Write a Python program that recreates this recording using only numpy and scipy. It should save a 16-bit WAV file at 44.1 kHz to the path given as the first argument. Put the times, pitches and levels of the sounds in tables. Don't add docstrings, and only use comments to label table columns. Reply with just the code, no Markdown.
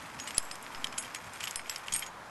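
import sys
import numpy as np
from scipy import signal
from scipy.fft import rfft, irfft
from scipy.io import wavfile
from scipy.ndimage import uniform_filter1d

SR = 44100
rng = np.random.default_rng(int(sys.argv[2]) if len(sys.argv) > 2 else 0)


def output_pcm(signal):
    pcm = np.clip(np.atleast_2d(signal).T, -1, 1) * 32767
    wavfile.write(sys.argv[1], SR, np.round(pcm).astype(np.int16))


N = 101429
TIME, FREQ = np.arange(N) / SR, np.fft.rfftfreq(N, 1 / SR) + 1

STEEL_TONES = {"a": (2960, 0.0056, -10), "b": (3135, 0.059, -14), "c": (5150, 0.18, -22),
               "d": (6700, 0.11, -21.5), "e": (7660, 0.14, -19.5), "f": (8575, 0.16, -25.5),
               "g": (10980, 0.11, -23.5), "h": (11316, 0.1, -32), "i": (11540, 0.13, -23.5)}
# start in seconds, level in dB, treble tilt in dB per octave,
# chatter fade time in ms, clack pitch in Hz, and the tones it hits squarely. Those are listed by
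# letter with their level in dB; "sustain" multiplies how long they ring.
JOINT_KNOCKS = [ (.190, -41, -7, 5, 5500, {}), (0.1991, -36, -1.5, 2.3, 5630, {"d": -38, "sustain": 2}),
                (.2405, -47, 11, 3, 8850, {}), (.274, -33.5, -3.5, 3.7, 7650, {"f": -44}),
                (0.284, -40, -2, 5.8, 2750, {"h": -60}), (0.3077, -36.5, -2.5, 1.2, 2500, {"i": -50}),
                (0.346, -45, 2, 7, 7600, {"e": -35.5}), (0.3708, -38.5, 0, 4.8, 9600, {}),
                (0.3806, -16.5, 8.5, 0.57, 9820, {}), (.3815, -22.5, -1, 0.72, 4700, {}),
                (0.3821, -14, 10, 0.4, 9640, {"c": -48, "e": -45}),
                (0.427, -47, 9, 5, 7700, {"e": -47, "i": -54, "sustain": 2.5}),
                (0.452, -48, 12, 1.4, 9500, {}),
                (0.5127, -35, -2.5, 2.6, 4800, {"f": -43.5, "c": -44, "g": -48}),
                (.556, -43.5, 5, 1, 9800, {}), (0.6268, -41, 19, 2, 7200, {}),
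                (.665, -41, -12, 0.68, 4000, {}), (.7479, -38, -9, 1.8, 5150, {"c": -49}),
                (0.8434, -26, -1.5, 2.3, 3420, {"b": -30, "e": -45, "sustain": 0.56}),
                (0.8704, -37, -4.5, 1.2, 6600, {"c": -50}), (.9253, -40, -6, 3.7, 7500, {}),
                (.941, -44.5, -17, 0.92, 3160, {}), (0.9786, -37, 2, 2.2, 7700, {}),
                (0.9813, -29.5, -1, 5, 7400, {"d": -31.5, "e": -34, "f": -36.5, "g": -27.5, "sustain": 0.86}),
                (1.024, -41.5, 9, 7, 5200, {"g": -45}), (1.047, -47.5, 7, 6.5, 3100, {"b": -38}),
                (1.147, -33.5, 2.5, 3.3, 2260, {}), (1.1488, -38, 5, 2.1, 8160, {}),
                (1.1582, -38, -3.5, 5.6, 2240, {"d": -42}), (1.335, -45, 7, 2.5, 6840, {"f": -47.5}),
                (1.4056, -38.5, -2.5, 2, 7350, {}), (1.4077, -36.5, -2.5, 2.2, 2840, {}),
                (1.4125, -41.5, -8, 2, 2800, {}), (1.430, -37, -2.5, 8.2, 7600, {"d": -39}),
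                (1.4391, -31, -2, 2.8, 2960, {"i": -35, "e": -33, "sustain": 0.41}),
                (1.456, -40, 4, 0.94, 7600, {}), (1.473, -32, -3.5, 2.1, 2730, {}),
                (1.477, -34.5, -0.5, 4.1, 3120, {"h": -41}), (1.510, -34, 8, 1.6, 6560, {}),
                (1.5586, -29, 3, 1.4, 9740, {"g": -36, "f": -38.5, "c": -43.5}),
                (1.594, -37, -7, 5.1, 2000, {}), (1.6597, -42.5, -12, 1.5, 2560, {}),
                (1.6964, -28.5, 0, 2.3, 5470, {"e": -31, "i": -38, "sustain": 0.63}),
                (1.711, -38.5, -11, 6.8, 5140, {}), (1.7604, -32.5, 0, 2.8, 5200, {}),
                (1.782, -44.5, 18, 5.5, 7950, {}), (1.871, -47.5, 10, 3.7, 7000, {}),
                (1.8826, -33, -4, 1.9, 2890, {}),
                (1.9229, -30.5, 2.5, 6.3, 6760, {"d": -31, "sustain": 0.86}),
                (1.9258, -35, 4.5, 1.7, 3300, {}),
                (1.937, -28.5, 6.5, 4, 8400, {"f": -22.5, "sustain": 0.94}),
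                (1.948, -33, -3, 8.7, 7800, {}), (1.963, -27, 9, 0.79, 9570, {"d": -37.5, "h": -34.5}),
                (1.9938, -33, 10.5, 2.5, 10600, {"h": -36.5}), (2.023, -34, -3, 4, 2170, {"b": -33.5}),
                (2.028, -41, -5, 8.8, 3200, {"d": -44}), (2.063, -41, 1, 6.4, 6700, {"d": -42.5})]
# frequency in Hz, level in dB.
CONTACT_COLOUR = [(100, -14), (500, -16.5), (1200, -4), (2200, -0.5), (3200, 1.5), (3900, -4), (5200, 0),
                  (6400, -4.5), (7700, -0.5), (9500, -7), (11400, -9), (12800, -26)]
# time in seconds, level in dB.
RUB_LEVEL = [(0, -49), (.15, -52), (.3, -47), (.43, -51), (.6, -54), (.8, -48), (.93, -55.5), (1.03, -48),
             (1.25, -51.5), (1.46, -46), (1.64, -53.5), (1.73, -45.5), (1.83, -51.5), (1.95, -48),
             (2.06, -49), (2.12, -63), (2.3, -58.5)]
# frequency in Hz, level in dB.
RUB_COLOUR = [(200, -39), (1300, 1), (2300, 6.5), (3200, 0), (4200, -5), (5200, -4), (6400, -4.5),
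              (7700, -10), (9500, -8.5), (11500, -13.5), (13000, -8)]
# middle in seconds, level in dB, half length in seconds.
GRITTY_SCRAPES = [(0.286, -53, 0.0042), (1.465, -51, 0.016), (1.961, -44, 0.0068), (2.026, -55, 0.0059)]
# frequency in Hz, level in dB.
OUTDOOR_COLOUR = [(18, -21), (30, -14.5), (81, -9), (121, -7.5), (149, -6), (319, -10), (411, -8),
                  (503, -6.5), (756, -3.5), (880, -1), (950, -0.5), (1460, -3), (1980, -9), (2560, -16),
                  (13000, -30.5)]
# time in seconds, level in dB.
OUTDOOR_LEVEL = [(0, -47), (.4, -46.5), (.6, -46.5), (.85, -45), (1.2, -47.5), (1.6, -48), (2.0, -46.5),
                 (2.3, -47)]
# time in seconds, level in dB.
DRONE_LEVEL = [(0, -58), (.25, -56), (.5, -72), (.7, -57.5), (1.0, -58), (1.2, -64.5), (2.3, -72.5)]
# middle in seconds, level in dB, half length in seconds, centre pitch in Hz.
WIND_PUFFS = [(0.054, -52, 0.015, 90), (0.177, -52.5, 0.02, 104), (1.266, -53, 0.033, 125),
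              (1.44, -55, 0.017, 94.5), (1.953, -52.5, 0.022, 105)]
# start in seconds, level in
# dB, rise in seconds.
LOW_SHIFTS = [(0.379, -36, 0.0011), (.75, -36.5, 0.029), (1.558, -45, 0.0033), (1.9, -46.5, 0.011)]
# frequency in Hz, gain in dB.
MIC_DROOP = [(20, 0), (11500, -1), (12700, -2.5)]

GRAZED_SUSTAIN = 0.65


def knocks(ring_limit_db=-29, spread_db=3):
    out = np.zeros(N)
    for start, db, tilt_db, decay_ms, pitch_hz, struck in JOINT_KNOCKS:
        add(out, start, amp(db) * clack(db, tilt_db, decay_ms, pitch_hz))
        for name, (hz, ring_s, tone_db) in STEEL_TONES.items():
            grazed_db = min(db, ring_limit_db) + tone_db + spread_db * rng.standard_normal()
            sustain = struck.get("sustain", 1) if name in struck else GRAZED_SUSTAIN
            add(out, start, amp(struck.get(name, grazed_db)) * ring(hz, ring_s * sustain))
    return out


def clack(blow_db, tilt_db, decay_ms, pitch_hz, size=2048):
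    ordinary_db, peak_width_hz, tilt_from_hz, even_band_hz = -35, 420, 2200, 920
    t, hz = TIME[:size], np.fft.rfftfreq(size, 1 / SR) + 1
    noise, roughness = rng.standard_normal((2, size))
    chatter = unit(noise * np.exp(0.67 * roughness)) * np.exp(-t * 1000 / decay_ms)
    chatter[0] += 2.85
    force = rfft(chatter)
    bumps_db = 10 * np.log10(uniform_filter1d(abs(force) ** 2, int(even_band_hz * size / SR)))
    height_db = 8.5 + 0.25 * (blow_db - ordinary_db)
    peak_db = height_db * np.exp(-.5 * ((hz - pitch_hz) / peak_width_hz) ** 2)
    treble_db = tilt_db * np.log2(np.maximum(hz, tilt_from_hz))
    shape_db = colour(CONTACT_COLOUR, hz) + treble_db + peak_db - bumps_db
    sound = irfft(force * causal(shape_db, size))
    return sound / np.sqrt(np.sum(sound ** 2) / 200)


def ring(hz, ring_s, rise_s=0.0014, wander_hz=25.4, flutter_db=3, flutter_onset_s=0.02):
    t = TIME[:SR // 2]
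    cycles = np.cumsum(hz + wander_hz * wobble(len(t))) / SR + rng.random()
    flutter = uniform_filter1d(wobble(len(t)), 100) * np.minimum(t / flutter_onset_s, 1)
    rise = 1 - np.exp(-t / rise_s)
    fade = amp(flutter_db * flutter - 60 * t / ring_s)
    return rise * fade * np.sin(2 * np.pi * cycles)


def thud(start_s=0.3806, db=-12.5, hz=750):
    out = np.zeros(N)
    angle = 2 * np.pi * hz * TIME
    add(out, start_s, amp(db) * (1 - angle) * np.exp(-angle))
    return out


def rubbing(slips_per_s=900, slip_s=0.005, spread_db=3.3, ring_db=-10):
    strengths = amp(spread_db * np.minimum(rng.exponential(1, N), 3))
    slips = strengths * (rng.random(N) < slips_per_s / SR)
    pressure = np.sqrt(abs(signal.fftconvolve(slips ** 2, np.hanning(int(slip_s * SR)), "same")))
    rub = pressure * rng.standard_normal(N)
    grit = shaped(rub, amp(colour(RUB_COLOUR, FREQ)))
    tones = sum(amp(db) * ring(hz, ring_s * GRAZED_SUSTAIN) for hz, ring_s, db in STEEL_TONES.values())
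    ringing = amp(ring_db) * unit(signal.fftconvolve(rub, tones)[:N])
    scrapes = sum(amp(db) * swell(middle, half_s) for middle, db, half_s in GRITTY_SCRAPES)
    return scrapes * grit + level(RUB_LEVEL) * (grit + ringing)


def echoes(sound, db=-27, fade_s=0.086, delay_s=0.0037):
    t = TIME[:SR // 4]
    bounces = rng.standard_normal(len(t)) * amp(-60 * t / fade_s) * (t > delay_s)
    return amp(db) * signal.fftconvolve(sound, bounces / np.linalg.norm(bounces))[:N]


def outdoors(drone_hz=256):
    wash = shaped(rng.standard_normal(N), amp(colour(OUTDOOR_COLOUR, FREQ)))
    drone = noise_band(drone_hz, octaves=0.26)
    return level(OUTDOOR_LEVEL) * wash + level(DRONE_LEVEL) * drone


def wind():
    out = np.zeros(N)
    for middle, db, half_s, hz in WIND_PUFFS:
        out += amp(db) * swell(middle, half_s) * noise_band(hz, octaves=0.8)
    return out


def low_shifts(fade_s=0.087):
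    out = np.zeros(N)
    for start, db, rise_s in LOW_SHIFTS:
        add(out, start, -amp(db) * (1 - np.exp(-TIME / rise_s)) * np.exp(-TIME / fade_s))
    return out


def amp(db):
    return 10 ** (np.asarray(db) / 20)


def unit(x):
    return x / np.sqrt(np.mean(x ** 2) + 1e-20)


def colour(points, hz):
    table_hz, db = np.transpose(points)
    return np.interp(np.log(hz), np.log(table_hz), db)


def level(points):
    return amp(np.interp(TIME, *np.transpose(points)))


def swell(middle_s, half_s):
    return np.exp(-.5 * ((TIME - middle_s) / half_s) ** 2)


def wobble(count, smooth_s=0.0039):
    return unit(uniform_filter1d(rng.standard_normal(count), int(smooth_s * SR)))


def shaped(x, gain):
    return unit(irfft(rfft(x) * gain, N))


def noise_band(centre_hz, octaves):
    return shaped(rng.standard_normal(N), np.exp(-.5 * (np.log2(FREQ / centre_hz) / octaves) ** 2))


def causal(db, size):
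    cepstrum = irfft(np.log(amp(db)))
    cepstrum[1:size // 2] *= 2
    cepstrum[size // 2 + 1:] = 0
    return np.exp(rfft(cepstrum))


def add(mix, start_s, sound):
    part = mix[max(round(start_s * SR), 0):][:len(sound)]
    part += sound[:len(part)]


def scene():
    steel = knocks() + thud() + rubbing()
    return (steel + echoes(steel) + outdoors() + wind() + low_shifts())[None]


def record(dry, ceiling_db=-13, cutoff_hz=12700):
    squashed = dry / (1 + (dry / amp(ceiling_db)) ** 4) ** .25
    dulled = irfft(rfft(squashed) * amp(colour(MIC_DROOP, FREQ)), N)
    low_pass = signal.firwin(255, cutoff_hz, window=("kaiser", 7), fs=SR)
    return signal.oaconvolve(dulled, low_pass[None], "same")


dry = scene()
out = record(dry)
output_pcm(out)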